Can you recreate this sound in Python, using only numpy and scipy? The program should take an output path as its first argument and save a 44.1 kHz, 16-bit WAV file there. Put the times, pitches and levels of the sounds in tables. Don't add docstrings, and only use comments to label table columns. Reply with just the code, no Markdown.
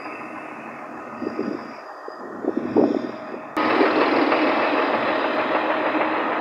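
import sys
import numpy as np
from scipy import signal
from scipy.fft import rfft, irfft, next_fast_len
from scipy.io import wavfile
from scipy.ndimage import uniform_filter1d, map_coordinates

SR = 44100
rng = np.random.default_rng(int(sys.argv[2]) if len(sys.argv) > 2 else 0)


def output_pcm(signal):
    pcm = np.clip(np.atleast_2d(signal).T, -1, 1) * 32767
    wavfile.write(sys.argv[1], SR, np.round(pcm).astype(np.int16))


def attenuation_scalar(level_db):
    decades = np.asarray(level_db, float) / 20
    return 10 ** decades


N = 282636
T = np.arange(N) / SR
CUT_S = 3.5667


# t/s, level/dB
ROAR = [
    [(0, -38.5), (1.4, -39), (2.2, -39.5), (2.8, -39), (3.55, -39)],
    [(3.57, -24.5), (3.75, -23.5), (4.3, -24), (5.2, -25), (6.41, -26)],
]
# f/Hz, density/(dB per Hz)
ROAR_SPECTRUM = [
    [(460, -34), (520, -10), (620, -0.5), (840, -7), (920, -7.5), (1050, -3.5), (1220, -4), (1480, -9.5),
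     (1620, -11), (1860, -7), (1960, -15), (2000, -56)],
    [(460, -23.5), (500, -3), (610, -3), (710, -3.5), (840, -5.5), (1040, -3.5), (1260, -6.5),
     (1590, -10.5), (1840, -7.5), (1960, -9.5), (2000, -66.5)],
]
# f/Hz, density/(dB per Hz)
RUMBLE_SPECTRUM = [(30, -43), (62, -30.5), (80, -21.5), (120, -8), (170, -16.5), (200, -10), (245, 6),
                   (270, -9), (300, -59)]
# f/Hz, density/(dB per Hz)
DRONE_SPECTRUM = [(230, -52.5), (260, -6.5), (300, -1.5), (400, -6), (500, -8.5), (560, -22.5)]
DRONE_DB = [-44, -27.5]
DRONE_DB_PER_ROAR_DB = 4.4
# t of a turn/s, rate/(turns/s)
CAMSHAFT = [
    (.055, 6.52),
    (3.707, 6.53),
]
# f/Hz, level/dB
FIRING_ORDERS = [
    [(78, -28.5), (117, -25.5), (195, -15), (234, -10), (280, -5.5), (297, -7)],
    [(78, -27), (117, -26), (195, -10), (234, -10)],
]
# f/Hz, level/dB
SHAFT_ORDERS = [
    [(586.8, -15), (743, -19), (829, -15.5), (858, -18), (1034, -14), (1120, -20.5), (1491, -13)],
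    [(351, -16), (429, -17), (523, -26), (547, -16), (586, -19), (855, -10), (1054, -17), (1156, -23),
     (1330, -19)],
]
LOCKED_POWER_SHARE, LOCKED_TOP_HZ = .4, 1300

# t of first knock/s, rate/(knocks/s)
VALVE = [
    (0.051, 6.51),
    (3.7031, 6.507),
]
# f/Hz, density/(dB per Hz)
KNOCK_SPECTRUM = [
    [(600, -24), (780, -6), (830, 0), (890, -19), (990, -9), (1045, 4), (1110, -17.5), (1400, -14),
     (1850, -12), (1960, -70)],
    [(300, -30.5), (560, -1), (950, -3.5), (1045, 2), (1150, -2), (1900, -7.5), (2650, -3.5), (3200, -27),
     (4300, -46.5)],
]
KNOCK_DB = [-8, -10]
NEAR_KNOCKS_DB = [-9.5, -11, -9.5, -26, -3, -14, -10.5, -8, -12, -12.5, -12, -9, -8, -7.5, -12, -6.5, -17,
                  -14]
FAR_KNOCK_DB, FAR_KNOCK_FALL_DB_PER_S, FAR_KNOCK_SCATTER_DB = -23.5, 1.8, 1

# from/s, to/s, level/dB, fall/(dB/s)
INJECTOR_HEARD = [
    (2.8, 3.1, -84, 30),
    (3.69, 4.24, -45, 18),
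]
# f/Hz, density/(dB per Hz)
SPRAY_SPECTRUM = [(2900, -40), (3200, -4.5), (3700, -0.5), (4150, 0.5), (4500, -2), (5000, -3.5),
                  (5400, -40.5)]

# from/s, to/s, level/dB, fall/(dB/s)
BANDS_OPEN = [
    [[(0, .55, -44, 23), (1.0, 1.75, -50, 70), (2.62, 3.45, -50.5, 71)], [(0, .45, -73, 33),
     (1.45, 1.62, -65.5, 60), (2.58, 2.75, -61.5, 37), (2.9, 3.0, -52.5, 33)], [(0, .03, -53.5, 51),
     (1.3, 1.8, -55.5, 47), (2.13, 2.15, -54.5, 202), (2.75, 3.05, -57.5, 43), (3.28, 3.3, -58.5, 115)],
     [(1.3, 1.75, -62, 72), (2.55, 2.75, -66, 49.5), (2.87, 3.02, -56, 58)]],
    [[(3.593, 4.7, -32, 16), (5.1, 6.2, -36, 5)], [(3.597, 5.5, -41.5, 8)], [(3.597, 4.4, -49, 8),
     (4.9, 5.35, -59, 47)], [(3.65, 4.6, -55.5, 14)]],
]
# f/Hz, density/(dB per Hz)
BAND_SPECTRA = [
    [[(1930, -52), (1980, 5.5), (2200, 5.5), (2400, 4), (2560, 6.5), (2630, 4), (2730, -4.5), (2800, -17),
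     (2920, -4), (3000, -38)], [(3000, -35), (3100, -3), (3300, 1), (3600, 4.5), (3900, -5), (4200, -6),
     (4320, -45)], [(4720, -42), (4790, 5.5), (4910, 11), (5000, -8), (5130, -4), (5170, -38)],
     [(5120, -34), (5200, 5), (5450, -2), (5550, -4), (5720, -1.5), (5820, -44)]],
    [[(1930, -51.5), (1980, 8), (2230, 4), (2600, 5), (2800, -1.5), (2960, -1), (3000, -60)],
     [(2930, -55.5), (2980, 7), (3620, 3), (3860, 3.5), (4150, 1), (4350, -5.5), (4420, -55)], [(4700, -45),
     (4770, 10), (4940, 5), (5120, -2.5), (5200, -10.5), (5240, -46.5)], [(5160, -36), (5210, 5.5),
     (5400, -4), (5600, -15.5), (5800, -16.5), (5900, -57.5)]],
]
BANDS_CLOSED_DB = [-68, -86, -84, -86]
# spectrum, opens at level/dB, excess level/dB
FOLLOWERS = [
    ([(6250, -61.5), (6400, 3), (7050, -5), (7250, -64.5)], -56, -4),
    ([(4300, -61.5), (4400, 8.5), (4750, 0), (4820, -54)], -62.5, 5.1),
]
# from/s, to/s, level/dB, fall/(dB/s)
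BASS_OPEN = [
    [(0, 1.1, -47, 23), (1.25, 1.66, -39, 158), (2.38, 2.7, -43, 27), (2.77, 2.8, -29.5, 42.5),
     (3.1, 3.55, -47.5, 8)],
    [(3.63, 3.57, -30, 46), (3.95, 3.65, -39, 1.2)],
]
BANDS_OPEN_DB_PER_S, BASS_OPENS_DB_PER_S, BASS_CLOSED_DB = 90.5, 83.5, -78
SHUT_DB = [-85, -79]
# from/s, to/s, f/Hz, width/Hz, share lost
HOLES = [(.17, .33, 1660, 70, .7), (1.02, 1.28, 1670, 80, .8), (.28, .42, 2300, 100, .5),
         (.9, 1.32, 2300, 130, .55), (1.85, 2.3, 1490, 45, .55), (3.32, 3.55, 1520, 90, .55),
         (.52, .58, 3300, 80, .9), (1.85, 2.12, 230, 70, .8), (.2, .9, 100, 35, .5),
         (.81, .89, 110, 80, .8), (5.1, 5.75, 2270, 120, .4), (4.9, 5.3, 4600, 60, .7),
         (5.8, 6.41, 4350, 100, .55), (3.6, 4.3, 4550, 60, .45)]
# f/Hz, density/(dB per Hz)
CASING_SPECTRUM = [(2520, -38.5), (2600, 6), (2680, 3), (2760, -42)]
# from/s, to/s, level/dB, fall/(dB/s)
CASING_RINGS = [
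    [(.05, 0.58, -48, 64), (1.08, 1.3, -54, 46.5)],
    [(4.5, 4.7, -39.5, 12.5)],
]

PUMP_HZ = 312.2
# from/s, to/s, level/dB, fall/(dB/s)
PUMP_WHINE = [
    [[(.35, .55, -40, 47), (.92, 1.03, -42.5, 84), (1.36, 1.45, -40.5, 37), (2.7, 2.9, -31.5, 63.5)],
     [(1.35, 2.2, -46.5, 6.5), (2.65, 2.8, -46.5, 41.5), (3.02, 3.05, -37, 92), (3.26, 3.4, -37, 38)],
     [(0, .03, -42, 13), (.95, 1.45, -43.5, 8), (3.05, 3.55, -46.5, -4)]],
    [[(3.6, 3.84, -23.5, 55), (4.22, 4.42, -25, 73), (4.64, 4.72, -32, 83), (5.5, 5.8, -29.5, 32),
     (5.98, 6.12, -27.5, 80), (6.3, 6.41, -32.5, 12)], [(3.97, 4.0, -29.5, 62), (4.35, 5.2, -28.5, 10),
     (5.5, 6.0, -33.5, 40)], [(3.57, 3.66, -28.5, 44), (6.2, 6.25, -32.5, 18)]],
]
PUMP_AWAY_DB = [
    [-63.5, -70, -64],
    [-40, -50, -47],
]
TURNS_IN_DB_PER_S = 47.5
SHAFT_DB = [-30, -14]

# from/s, to/s, level/dB, fall/(dB/s)
GUSTS = [(1.0, 1.08, -41, 602), (1.25, 1.29, -26.5, 252), (1.39, 1.41, -28, 192), (1.47, 1.54, -26, 300),
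         (1.58, 1.68, -36, 140), (2.08, 2.09, -57.5, 205), (2.21, 2.42, -32, 97.5), (2.47, 2.5, -22.5, 501),
         (2.57, 2.62, -27.5, 69), (2.8, 2.85, -16.5, 197), (2.9, 3.1, -31.5, 200),
         (3.325, 3.36, -29.5, 224)]
# t/s, peak level/dB, f/Hz
EDDIES = [(1.22, -19, 282), (1.267, -11.5, 362), (1.391, -12.5, 355), (1.404, -13.5, 348),
          (1.411, -14.5, 288), (1.478, -12.5, 277), (1.509, -13.5, 324), (1.545, -16, 310),
          (2.081, -18.5, 424), (2.444, -15, 355), (2.477, -10, 330), (2.49, -9, 379), (2.572, -9, 295),
          (2.651, -13.5, 308), (2.759, -16, 252), (2.765, -4.5, 335), (2.778, -3, 424), (2.792, -1.5, 350),
          (2.812, -8.5, 445), (2.825, -9.5, 265), (2.834, -9, 634), (2.84, -6.5, 322), (2.856, -9.5, 298),
          (2.905, -9, 287), (2.914, -11.5, 377), (2.944, -12, 322), (2.965, -9, 300), (3.034, -18, 286),
          (3.34, -18.5, 413), (3.321, -20, 366), (3.362, -28, 260), (2.785, -9, 379), (2.818, -13.5, 335),
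          (2.876, -21, 330), (2.893, -20, 303), (2.926, -18, 296), (2.951, -14.5, 345), (2.993, -20, 304),
          (3.044, -17.5, 300), (3.068, -25.5, 350), (3.091, -22, 382), (3.138, -25.5, 267),
          (2.479, -14.5, 620), (2.835, -10, 1070), (2.871, -26, 804), (2.766, -8.5, 735),
                (2.774, -14, 920), (2.799, -15.5, 790), (2.898, -24, 680), (2.944, -11, 600)]
# f/Hz, density/(dB per Hz)
DULL_SPECTRUM = [(40, -12.5), (150, 2), (190, -8), (340, -5), (520, -11), (700, -15), (1200, -87.5)]
# f/Hz, density/(dB per Hz)
SHARP_SPECTRUM = [(400, -37), (560, 2), (750, -17.5), (1000, -26.5), (1500, -17.5), (2500, -49)]
# f/Hz, level/dB
PORT_RESPONSE = [(30, -39.5), (60, -25), (150, -31), (200, 1.5), (900, 2), (1400, -13.5), (2200, -58)]
GUST_RISE_DB_PER_S, SHARP_DB, SHARP_DB_PER_GUST_DB = 237, -15.5, 0.64

# f/Hz, density/(dB per Hz)
HISS_SPECTRUM = [
    [(1760, -47), (3000, -5.5), (4010, -11), (5010, -4), (5560, -7), (7030, -7.5), (7640, -14),
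     (11800, -22.5), (12900, -18.5), (15700, -26)],
    [(2590, -26), (4400, -5), (6220, -8.5), (6990, -14.5), (7780, -14.5), (9670, -22), (10800, -20),
     (11800, -25), (13700, -23), (15700, -30.5)],
]
# f/Hz, density/(dB per Hz)
AIR_SPECTRUM = [(6000, -26.5), (8500, -4.5), (10000, -3.5), (11300, -7.5), (12500, -30.5)]
HISS_OVER_6K_DB = [11, 13]
# from/s, to/s, level/dB, fall/(dB/s)
HISS_LEFT = [
    [[(0, 1.0, -76, 3), (1.3, 1.5, -78.5, 2.5), (2.8, 3.0, -83.5, 23.5)], [(0, .4, -69.5, 16.5)]],
    [[(3.57, 3.8, -72, 3)], [(3.7, 4.3, -77, 9.5)]],
]
HISS_LEAST_DB = -87
# f/Hz, density/(dB per Hz)
MURMUR_SPECTRUM = [(20, -19), (45, -18.5), (70, -1.5), (140, -5), (190, -26)]
# t/s, peak level/dB, spread/s
CLICKS = [
    (3.56671, -16.5, .00002),
    (5.352, -62, .009),
]


def engine(take):
    roar_db, = curves(ROAR[take])
    rumble_db = bass(take)
    drone_db = DRONE_DB[take] + DRONE_DB_PER_ROAR_DB * (roar_db - np.mean(ROAR[take], axis=0)[1])
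    start_s, rate = CAMSHAFT[take]
    turns = (T - start_s + .012) * rate + .004 * wobble(3)
    firing = 1 + .9 * beat(6 * turns, 6 * rate, t60=.07, scatter_db=2)
    firing = unit(firing * attenuation_scalar(0.33 * wobble(12)))
    same, drift = cycle(), .0012 * wobble(5)

    low = attenuation_scalar(rumble_db + 2.9 * wobble(7.4)) * locked(same, RUMBLE_SPECTRUM, patchy_db=1.5)
    low += attenuation_scalar(rumble_db) * orders(FIRING_ORDERS[take], drift)
    low += attenuation_scalar(drone_db + 1.9 * wobble(15)) * locked(same, DRONE_SPECTRUM, patchy_db=1.5)

    mid = attenuation_scalar(roar_db) * firing * locked(same, ROAR_SPECTRUM[take], patchy_db=-0.23)
    mid += attenuation_scalar(roar_db) * orders(SHAFT_ORDERS[take], drift)

    tick_db = swells([INJECTOR_HEARD[take]], BANDS_OPEN_DB_PER_S, BANDS_CLOSED_DB[1] - 11.5)
    high = firing * upper_bands(take) + attenuation_scalar(tick_db) * injector(3 * turns - .1, 3 * rate)
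    return low + mid + knocks(take, same) + suppressed(high, SHUT_DB[take])


def upper_bands(take):
    open_db = openings(take)
    high = np.zeros(N)
    for db, spectrum in zip(open_db, BAND_SPECTRA[take]):
        high += attenuation_scalar(db + 0.48 * wobble(17)) * rush(spectrum, patchy_db=2.0)
    spectrum, opens_db, over_db = FOLLOWERS[take]
    share = 1 / (1 + attenuation_scalar(6.4 * (opens_db - open_db[3])))
    high += share * attenuation_scalar(open_db[3] + over_db) * rush(spectrum, patchy_db=-4.0)
    casing_db = swells(CASING_RINGS[take], BANDS_OPEN_DB_PER_S, BANDS_CLOSED_DB[1])
    return high + attenuation_scalar(casing_db) * rush(CASING_SPECTRUM, patchy_db=3.5)


def knocks(take, same):
    start_s, rate = VALVE[take]
    far_db = FAR_KNOCK_DB - FAR_KNOCK_FALL_DB_PER_S * np.arange(23) / rate
    far_db = far_db + FAR_KNOCK_SCATTER_DB * rng.standard_normal(23)
    sizes_db = np.array(NEAR_KNOCKS_DB) if take else far_db
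    blows = np.zeros(N)
    at = np.round((start_s + np.arange(len(sizes_db)) / rate) * SR).astype(int)
    blows[at] = attenuation_scalar(sizes_db + KNOCK_DB[take])
    decay = 0.87 * fading(T[:SR // 5], 0.0016, t60=0.16)
    return signal.fftconvolve(blows, decay)[:N] * locked(same, KNOCK_SPECTRUM[take], patchy_db=3.0)


def injector(turns, rate):
    hz = 4000 + 18000 * np.minimum(turns % 1 / rate, .02) + 60 * wobble(40)
    grit = 1 + .4 * uniform_filter1d(rng.standard_normal(N), size=36) * 6
    ring = np.sin(2 * np.pi * np.cumsum(uniform_filter1d(hz, size=60)) / SR)
    body = 1.1 * grit * ring + .8 * rush(SPRAY_SPECTRUM, patchy_db=2)
    return unit(beat(turns, rate, t60=.045, scatter_db=1.2) * body)


def cycle():
    turns = T * PUMP_HZ / 48 + .0012 * wobble(4)
    grid, tables = np.arange(6781) / 6780, rng.standard_normal((3, 6781))
    return sum(g * np.interp(k * turns % 1, grid, v) for k, g, v in zip((1, 3, 6), (1, .8, .6), tables))


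def locked(same, spectrum, patchy_db):
    steady = filtered(same, lambda hz: gains(spectrum, hz) / np.sqrt(1 + (hz / LOCKED_TOP_HZ) ** 4))
    loose = rush(spectrum, patchy_db)
    return np.sqrt(LOCKED_POWER_SHARE) * unit(steady) + np.sqrt(1 - LOCKED_POWER_SHARE) * loose


def orders(rows, drift):
    return sum(attenuation_scalar(db) * (1 + 0.33 * wobble(5)) * np.sin(hz * (2 * np.pi * T + drift)) for hz, db in rows)


def pumps(take):
    turn = 2 * np.pi * PUMP_HZ * T + 0.3 * wobble(6)
    whine = np.zeros(N)
    for k, rows, away_db in zip((1, 2, 4), PUMP_WHINE[take], PUMP_AWAY_DB[take]):
        level_db = swells(rows, TURNS_IN_DB_PER_S, away_db) + 2.3 * wobble(30)
        whine += attenuation_scalar(level_db) * np.sin(k * turn + 0.28 * k * wobble(18))
    roar_db, = curves(ROAR[take])
    gear_db = roar_db - 14.5 + 2.2 * wobble(9.9)
    gear = attenuation_scalar(gear_db) * np.sin(2 * np.pi * 1846 * T + 3.3 * wobble(14))
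    shaft_db = swells(BANDS_OPEN[take][1], BANDS_OPEN_DB_PER_S, BANDS_CLOSED_DB[1]) + SHAFT_DB[take]
    shaft = attenuation_scalar(shaft_db + 2.0 * wobble(4.9)) * np.sin(2 * np.pi * 3853 * T + 0.88 * wobble(23))
    hum_db = np.minimum(bass(take) - 7, -57)
    hum = attenuation_scalar(hum_db + 1.5 * wobble(5)) * np.sin(2 * np.pi * 150.7 * T + .4 * wobble(5))
    return whine + gear + shaft + hum


def wind():
    lumps = unit(attenuation_scalar(1.7 * wobble(70)))
    dull = lumps * rush(DULL_SPECTRUM, patchy_db=-0.5)
    sharp = lumps * rush(SHARP_SPECTRUM, patchy_db=-1.0)
    gust_db = swells(GUSTS, GUST_RISE_DB_PER_S, -120)
    x = attenuation_scalar(gust_db - 3.0) * (dull + attenuation_scalar(SHARP_DB + SHARP_DB_PER_GUST_DB * (gust_db + 24)) * sharp)
    t = np.arange(-400, 800) / SR
    for s, db, hz in EDDIES:
        phase = rng.uniform(0, 2 * np.pi)
        eddy = np.exp(-((t - .004) * hz / 1.05) ** 2) * np.sin(2 * np.pi * hz * t + phase)
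        x[round(s * SR) - 400:][:len(t)] += attenuation_scalar(db - 3.5) * eddy
    x = x / (1 + abs(x / 0.4) ** 4) ** (1 / 4)
    return filtered(x, lambda hz: gains(PORT_RESPONSE, hz))


def clicks():
    x = np.zeros(N)
    for s, db, spread_s in CLICKS:
        grain = -1 if spread_s < .001 else rng.standard_normal(N)
        x += attenuation_scalar(db) * grain * np.exp(-((T - s) / spread_s) ** 2)
    return x


def hiss(take):
    hiss_db, air_db = (swells(rows, TURNS_IN_DB_PER_S, HISS_LEAST_DB) for rows in HISS_LEFT[take])
    air = attenuation_scalar(air_db - 2.0) * rush(AIR_SPECTRUM, patchy_db=1.6)
    grain = attenuation_scalar(hiss_db + HISS_OVER_6K_DB[take]) * rush(HISS_SPECTRUM[take], patchy_db=1.8)
    return air + grain + attenuation_scalar(-78) * rush(MURMUR_SPECTRUM, patchy_db=1.0)


def bass(take):
    return swells(BASS_OPEN[take], BASS_OPENS_DB_PER_S, BASS_CLOSED_DB)


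def openings(take):
    return [swells(rows, BANDS_OPEN_DB_PER_S, db) for rows, db in zip(BANDS_OPEN[take], BANDS_CLOSED_DB)]


def suppressed(x, shut_db):
    z = signal.stft(x, nperseg=512)[2]
    power = uniform_filter1d(uniform_filter1d(abs(z) ** 2, 2, 0), 20, 1)
    level_db = 10 * np.log10(abs(power) + 1e-20)
    loss = 1 + attenuation_scalar(np.clip(4 * (shut_db - level_db), -80, 40))
    return signal.istft(z / loss, nperseg=512)[1][:N]


def holed(x):
    hz, t, z = signal.stft(x, SR, nperseg=1024)
    for a, b, centre_hz, width_hz, lost in HOLES:
        band = np.exp(-((hz - centre_hz) / width_hz) ** 4)
        while_shut = np.clip(np.minimum(t - a, b - t) / .04 + .5, 0, 1)
        z = z * (1 - lost * np.outer(band, while_shut))
    return signal.istft(z, SR, nperseg=1024)[1][:N]


def unit(x):
    return x / np.sqrt(np.mean(x ** 2) + 1e-20)


def curves(rows):
    s, *cols = np.transpose(rows)
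    return [np.interp(T, s, c) for c in cols]


def swells(rows, rise, rest_db):
    t = T[::128]
    power = attenuation_scalar(2 * rest_db)
    for a, b, db, fall in rows:
        slopes_db = rise * np.clip(a - t, 0, 9) + abs(fall) * np.clip(t - b, 0, 9)
        power = power + attenuation_scalar(2 * (db - slopes_db))
    return np.interp(T, t, 10 * np.log10(power))


def wobble(rate):
    return np.interp(T, T[::64], map_coordinates(rng.standard_normal(500), [T[::64] * min(rate, 75)]))


def fading(age, attack, t60):
    return (1 - np.exp(-(age / attack) ** 2)) * attenuation_scalar(-60 * age / t60)


def beat(turns, rate, t60, scatter_db):
    size = attenuation_scalar(scatter_db * rng.standard_normal(400))[np.floor(turns).astype(int) % 400]
    return uniform_filter1d(size * fading(turns % 1 / rate, 0.0056, t60), size=60)


def gains(spectrum, hz):
    f, db = np.transpose(spectrum)
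    return attenuation_scalar(np.interp(np.log(hz + 1), np.log(f + 1), db, -120, -120))


def filtered(x, response):
    m = next_fast_len(N + 8192)
    return irfft(rfft(x, m) * response(np.fft.rfftfreq(m, 1 / SR)), m)[:N]


def rush(spectrum, patchy_db):
    re, im, field = rng.standard_normal((3, 1025, N // 1024 + 3))
    field = uniform_filter1d(uniform_filter1d(field, 6, 0), 4, 1)
    gain = gains(spectrum, np.fft.rfftfreq(2048, 1 / SR))[:, None] * attenuation_scalar(patchy_db * unit(field))
    return unit(signal.istft((re + 1j * im) * gain, nperseg=2048, window="cosine")[1][:N])


def scene():
    motor = holed(np.where(T < CUT_S, engine(0), engine(1)))
    far = pumps(0) + hiss(0) + wind()
    near = pumps(1) + hiss(1)
    fade_out = np.clip((T[-1] - T) / 0.0011, 0, 1)
    return ((motor + np.where(T < CUT_S, far, near)) * fade_out + clicks())[None]


def low_pass(x):
    return signal.sosfilt(signal.butter(12, 16670, fs=SR, output="sos"), x)


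def record(dry):
    def colour(hz):
        notch = 1 - .75 * np.exp(-((hz - 168) / 8) ** 2)
        top = np.clip((16700 - hz) / 500, 0, 1)
        return notch * top * hz / np.sqrt(hz ** 2 + 60 ** 2)

    mix = filtered(dry[0], colour)[None]
    return low_pass(mix)


dry = scene()
out = record(dry)
output_pcm(out)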